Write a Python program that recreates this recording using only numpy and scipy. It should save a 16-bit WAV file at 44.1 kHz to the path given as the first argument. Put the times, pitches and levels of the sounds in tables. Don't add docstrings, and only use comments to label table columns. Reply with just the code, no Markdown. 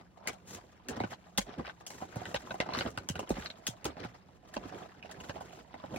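import sys
import numpy as np
from scipy import signal
from scipy.fft import rfft, irfft
from scipy.io import wavfile

SR = 44100
rng = np.random.default_rng(int(sys.argv[2]) if len(sys.argv) > 2 else 0)


def store_wav(level_fs):
    pcm = np.round(np.clip(np.atleast_2d(level_fs), -1, 1) * 32767)
    wavfile.write(sys.argv[1], SR, pcm.T.astype(np.int16))


N = 263718


def amp(db):
    return 10 ** (np.asarray(db) / 20)


def rms_one(x):
    return x / np.sqrt(np.mean(x ** 2) + 1e-20)


def in_time(rows):
    s, *columns = np.transpose(rows)
    t = np.arange(N) / SR
    return [np.interp(t, s, column) for column in columns]


def band(x, low_hz, high_hz):
    sos = signal.butter(2, [low_hz, high_hz], "band", fs=SR, output="sos")
    return signal.sosfilt(sos, x)


def coloured(x, spectrum):
    hz, db = np.transpose(spectrum)
    f = np.maximum(np.fft.rfftfreq(N, 1 / SR), 1)
    gain = amp(np.interp(np.log(f), np.log(hz), db))
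    return irfft(rfft(x) * gain, N)


def drift(rate_hz):
    pole = np.exp(-2 * np.pi * rate_hz / SR)
    noise = rng.standard_normal(N + SR)
    slow = signal.lfilter([1], [1, -2 * pole, pole * pole], noise)
    return rms_one(slow[SR:])


def grains(per_s, spread_db):
    sizes = amp(spread_db * np.minimum(rng.exponential(1, N), 4))
    signed = sizes * rng.choice([-1, 1], N)
    return rms_one(signed * (rng.random(N) < per_s / SR))


def body(clicks, modes):
    out = 0
    for k, (hz, db, t60) in enumerate(modes):
        radius = amp(-60 / (t60 * SR))
        w = 2 * np.pi * hz / SR
        force = clicks * amp(db + 2 * drift(58.6)) * (-1) ** k
        resonator = [1, -2 * radius * np.cos(w), radius * radius]
        out = out + signal.lfilter([0, np.sin(w)], resonator, force + 1e-18)
    return out


def hits():
    # start_s, level_db, stone_knock_db and
    # bright_crack_db (both relative to level_db), contact_pitch_hz
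    contacts = [(0.2723, -28, -7, -5, 2190), (0.330, -51.5, 10.5, -5, 1420), (0.885, -33, -15, -4, 1780),
                (0.9653, -55, 22.5, -3, 1580), (1.001, -35, 11, -18, 2240), (1.036, -34, 6.5, -25, 1600),
                (1.3755, -24.5, -5.5, 0.5, 3400), (1.3818, -25, -2.5, -33, 1910),
                (1.4072, -39.5, 1, -33, 2220), (1.582, -49, 7, -13, 1640), (1.8648, -43.5, 0.5, 4, 3210),
                (1.903, -41.5, 2.5, -3.5, 2180), (2.0205, -47, 19.5, -14, 1490),
                (2.157, -50, 17.5, 1, 1520), (2.254, -35.5, -7, -15.5, 1830),
                (2.3433, -24.5, -0.5, -14.5, 1780), (2.36, -28, -9, -28, 3520), (2.5067, -32, 6, -41, 1530),
                (2.541, -48, 12.5, -6, 2000), (2.6016, -18.5, -1.5, -23.5, 1960),
                (2.6885, -41, 16.5, -35, 1890), (2.704, -42, 4, -28, 3180), (2.7197, -42, -4, -29, 1470),
                (2.7354, -29.5, -19, -21.5, 4150), (2.787, -31.5, -8, -11, 4050),
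                (2.8075, -31, 0, -48, 1510), (2.903, -57.5, -10, 4.5, 3040), (2.9745, -32.5, -3, -14, 1490),
                (3.0874, -37, 1, 1.5, 3050), (3.0947, -38.5, -15, -24, 3600),
                (3.1543, -34.5, -4, -13.5, 1520), (3.1918, -41, 9.5, -3.5, 2890),
                (3.227, -53, 20.5, -17, 1510), (3.292, -52.5, 14, 11, 2550),
                (3.3035, -36.5, 12.5, -8.5, 3800), (3.367, -50.5, 19, -22, 1480),
                (3.422, -37.5, -21, -30, 1520), (3.4586, -33, -37, -24, 4000), (3.5, -38, -5, -29, 3830),
                (3.6668, -26.5, -8.5, -2.5, 3310), (3.8434, -39, -5, -1, 3000),
                (3.8517, -31.5, 3.5, -8, 1420), (3.968, -53, 18.5, -27, 1610),
                (4.0467, -39, 5.5, -15, 1750), (4.538, -40.5, -6, -7, 1830), (4.566, -35, 8.5, -56, 1250),
                (5.0261, -46, -5, -40, 2540), (5.055, -48.5, 0, -16.5, 2730),
                (5.1122, -45.5, 1, -6.5, 1820), (5.2006, -48, -8, -27, 2930), (5.262, -66, 20, -32, 1480),
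                (5.2943, -32, 7.5, -24.5, 1760), (5.406, -53.5, 16, -3, 1560),
                (5.7407, -45.5, 9, -16, 2000), (5.8382, -47, 16.5, -41, 1620),
                (5.940, -48.5, 14, -7.5, 1530), (5.96, -41.5, -5, -7, 2450)]
    # pitch_hz, relative_drive_db, t60_s
    shaft_modes = [(1520, 6, 0.01), (1994, 11, 0.0037), (2940, 10, 0.0047), (3202, -1.5, 0.016),
                   (3840, 3, 0.0091), (4026, 5, 0.0051)]
    # pitch_hz, relative_drive_db, t60_s
    stone_modes = [(453, -4, 0.014), (585, 5, 0.019), (783.6, -2, 0.054), (965, 10, 0.0063)]
    # frequency_hz, gain_db
    crack_colour = [(2500, -30), (4800, 3.5), (6500, 8.5), (8500, 3.5), (13000, -8.5), (16000, -9)]
    rise_s, first_break_s = 0.0011, 0.002
    first_break = 3.66
    crunch_t60_s = 0.11
    click_db = 19
    broad_db = -7

    force = np.zeros((4, N))
    grit = rms_one(grains(6000, spread_db=2.2) * amp(2.6 * drift(120)))
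    t = np.arange(SR // 5) / SR
    for s, db, knock_db, crack_db, hz in contacts:
        i = round(s * SR)
        t60 = crunch_t60_s * amp(0.17 * crack_db)
        decay = amp(-60 * t / t60) + first_break * np.exp(-t / first_break_s)
        burst = (1 - np.exp(-t / rise_s)) * decay
        breaking = amp(db) * burst[:N - i] / burst.max() * grit[i:i + len(t)]
        bare = amp(crack_db) * breaking
        breaking[round(rise_s * SR)] += amp(db + click_db) * rng.choice([-1, 1])
        pitched = amp(5) * band(breaking, hz / 1.1, hz * 1.1)
        force[:, i:i + len(t)] += pitched, breaking, amp(knock_db) * breaking, bare

    pitched, broad, stones, bare = force
    broad = band(broad, 1560, 5400)
    knock = amp(-26.5) * body(stones, stone_modes) + amp(6.0) * band(stones, 218, 843)
    ringing = amp(-26.5) * body(pitched + amp(-2.5) * broad, shaft_modes)
    crack = amp(1) * coloured(bare, crack_colour)
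    return pitched + amp(broad_db) * broad + ringing + knock + crack


def thuds():
    # start_s, relative_level_db, first_over_final_pitch (ratio), final_pitch_hz
    landings = [(0.549, -53.5, 1.6, 201), (0.888, -48.5, 1.44, 219), (0.974, -45, 1.56, 220),
                (1.005, -36.5, 2.95, 174), (1.039, -41, 2.14, 164), (1.385, -35, 1.35, 190),
                (1.583, -44.5, 1.75, 160), (2.165, -40, 2, 109), (2.356, -49, 1.1, 95),
                (2.512, -50, 1.45, 165), (2.774, -41.5, 1.5, 223), (2.853, -43, 1.22, 231),
                (2.982, -48, 1.5, 89.5), (3.101, -38, 2.1, 121), (3.156, -46.5, 2.1, 129),
                (3.3055, -30.5, 3.6, 154), (3.382, -43, 1.54, 195), (3.685, -44.5, 3, 120),
                (3.86, -39.5, 1.94, 283), (4.05, -45.5, 2.3, 138), (4.566, -43.5, 1.63, 203),
                (4.654, -48, 1.46, 245), (5.74, -55.5, 1.26, 246), (5.845, -52.5, 2.23, 183),
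                (5.929, -49, 1.3, 225), (5.96, -44.5, 1.7, 213)]
    # base_pitch_hz, relative_level_db, t60_s
    deep_hz, deep_db, deep_t60 = (92, -14, 0.25)
    near_t60_s = 0.055
    rise_s, sink_s = 0.00061, 0.0042
    thud_gain_db = 13

    out = np.zeros(N)
    t = np.arange(SR // 5) / SR
    for s, db, start, hz in landings:
        i = round(s * SR)
        turns = hz * (t + (start - 1) * sink_s * (1 - np.exp(-t / sink_s)))
        near = amp(-60 * t / near_t60_s) * np.sin(2 * np.pi * turns)
        deep_turns = deep_hz * rng.uniform(0.49, 1.47) * t
        deep = amp(deep_db - 60 * t / deep_t60) * np.sin(2 * np.pi * deep_turns)
        push = amp(db + thud_gain_db) * (1 - np.exp(-t / rise_s))
        out[i:i + len(t)] += (push * (near + deep))[:N - i]
    return out


def rubbing():
    # start_s, length_s, rolling_stones_db,
    # grit_db and ground_rumble_db (both relative to the stones)
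    scuffs = [(0.181, 0.16, -54.5, -16, -26), (0.29, 0.012, -48.5, 3.5, 2), (0.497, 0.079, -55, -3.5, 1.5),
              (0.895, 0.15, -52.5, -0.5, 8.5), (1.113, 0.022, -53, 1.5, 2),
              (1.488, 0.046, -46.5, -5.5, -3.5), (1.593, 0.011, -47, -4, 5),
              (1.668, 0.0053, -40.5, -2, -13), (2.16, .14, -56.5, 1.5, 3.5), (2.612, 0.14, -47, -8.5, -3),
              (2.749, 0.068, -49, 7, 7), (2.856, 0.019, -45, 0.5, 4), (2.987, 0.051, -60, 1, 6),
              (3.161, 0.062, -57.5, 2, 8), (3.293, 0.16, -56.5, 4.5, 7.5), (3.864, 0.044, -57.5, 6, 9.5),
              (4.003, 0.042, -55, 6.5, 7), (4.636, 0.2, -53.5, -3.5, 0.5), (5.048, 0.56, -59.5, -1.5, 3.5),
              (5.361, 0.035, -49, -7.5, -1), (5.73, 0.13, -55.5, -6, -13), (5.933, 0.1, -50.5, -14, 1)]
    # start_s, length_s, level_db
    swishes = [(0.492, 0.052, -46), (1.114, 0.0043, -49.5), (1.917, 0.17, -58.5), (2.12, 0.4, -58.5),
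               (2.78, 0.096, -53.5), (3.331, 0.16, -60.5), (4.483, 0.35, -71), (5.182, 0.444, -64)]
    # time_s, rolling_stones_db
    shuffle_levels = [(0, -56), (.1, -75.5), (.4, -65.5), (.8, -63.5), (1.1, -64.5), (1.8, -63.5),
                      (2.0, -55.5), (2.85, -54), (3.05, -63), (3.5, -62.5), (4.1, -60.5), (4.42, -68),
                      (4.6, -54), (5.0, -63.5), (5.45, -59), (5.7, -65.5), (5.98, -54.5)]
    # frequency_hz, gain_db
    cloth_colour = [(2500, 2), (4800, 3), (7000, 9), (9000, -3), (13000, -8), (16000, -11.5)]
    shuffle_grit_db, shuffle_swish_db, shuffle_rumble_db = -4, -12.5, 0

    shuffle_db, = in_time(shuffle_levels)
    s, length, db, grit_db, rumble_db = np.transpose(scuffs)
    grind_gain = strokes(s, length, db, shuffle_db)
    grit_gain = strokes(s, length, db + grit_db, shuffle_db + shuffle_grit_db)
    swish_gain = strokes(*np.transpose(swishes), shuffle_db + shuffle_swish_db)
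    rumble_gain = strokes(s, length, db + rumble_db, shuffle_db + shuffle_rumble_db)

    clumps = drift(55)
    rolling = grains(500, spread_db=4.5) * amp(3.45 * clumps)
    grind = pebbles(rolling, 640, 1117, cycles=21.3, count=10)
    crushing = grains(1900, spread_db=3.2) * amp(3.0 * clumps)
    grit = pebbles(crushing, 1200, 5500, cycles=24.0, count=18)
    fibres = grains(9900, spread_db=-8.0) * amp(3.2 * clumps + 3.9 * drift(14))
    swish = coloured(fibres, cloth_colour)
    rumble = band(rng.standard_normal(N), 65, 480) * amp(3 * drift(12))
    return (grind_gain * rms_one(grind) + grit_gain * rms_one(grit)
            + swish_gain * rms_one(swish) + rumble_gain * rms_one(rumble))


def pebbles(clicks, low_hz, high_hz, cycles, count):
    dealt = rng.integers(0, count, N)
    out = 0
    for k, hz in enumerate(np.geomspace(low_hz, high_hz, count)):
        side_db = rng.normal(0, 8)
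        sides = rms_one(amp([[side_db], [-side_db]]))
        ring = rms_one(body(clicks * (dealt == k), [(hz, 0, cycles / hz)]))
        out = out + sides * hz ** -.7 * ring
    return rms_one(band(out, low_hz / 2, high_hz * 3))


def strokes(starts, lengths, levels_db, between_db):
    rise_db_per_s, fall_db_per_s = 508, 481
    t = np.arange(N) / SR
    power = amp(2 * between_db)
    for s, length, db in zip(starts, lengths, levels_db):
        near = slice(max(round((s - .1) * SR), 0), round((s + length + .3) * SR))
        before_s = np.maximum(s - t[near], 0)
        after_s = np.maximum(t[near] - s - length, 0)
        edge_db = rise_db_per_s * before_s + fall_db_per_s * after_s
        power[near] += amp(2 * (db - edge_db))
    return np.sqrt(power)


def surroundings(x):
    # delay_s, left_db, right_db
    echoes = [(.0061, -8, -13.5), (0.0101, -7, -9)]
    out = x.copy()
    dull = band(x.mean(axis=0), 370, 11000)
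    for s, left_db, right_db in echoes:
        lag = round(s * SR)
        out[:, lag:] += amp([[left_db], [right_db]]) * dull[:-lag] * [[1], [-1]]
    return out


def air():
    # frequency_hz, gain_db
    air_colour = [(30, 7), (189, -0.5), (437, -14), (780, -20), (3140, -26), (14400, -45), (16000, -45)]
    air_db = -61.5
    hum_hz, hum_width_hz, hum_db = 181, 22, -68

    shared = rng.standard_normal(N)
    own = rng.standard_normal((2, N))
    wide = amp(air_db) * rms_one(coloured(shared + own, air_colour))
    hum = band(rng.standard_normal(N), hum_hz - hum_width_hz / 2, hum_hz + hum_width_hz / 2)
    return wide + amp(hum_db + 2 * drift(0.98)) * rms_one(hum)


def scene():
    # time_s, left_over_right_db
    place = [(0, 1.2), (5.98, -1.6)]
    pan_db, = in_time(place)
    near = (hits() + thuds() + rubbing()) * amp([pan_db / 2, -pan_db / 2])
    return surroundings(near) + air()


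def record(dry):
    # frequency_hz, left_lead_rad
    port_phase = [(0, 0), (430, 0), (950, 2.1), (1980, -0.3), (2240, -2.3), (4310, 1.8), (5170, 3.0),
                  (7300, 3.4), (9040, 3.9), (11400, 5.8), (12700, 6.3)]
    # frequency_hz, left_over_right_db
    port_balance = [(60, -2), (700, -4.5), (1300, 2.5), (2500, -1.5), (6000, 2.5), (11000, 0)]
    bass_cut_hz, stopband_hz = 52, 17000

    f = np.fft.rfftfreq(N, 1 / SR)
    turn = np.interp(f, *np.transpose(port_phase)) / 2
    tilt = amp(np.interp(f, *np.transpose(port_balance)) / 2)
    response = [tilt * np.exp(1j * turn), np.exp(-1j * turn) / tilt]
    ports = irfft(rfft(dry) * response, N)
    ports = signal.sosfilt(signal.butter(4, bass_cut_hz, "high", fs=SR, output="sos"), ports)
    return signal.sosfilt(signal.cheby2(14, 70, stopband_hz, fs=SR, output="sos"), ports)


dry = scene()
out = record(dry)
store_wav(out)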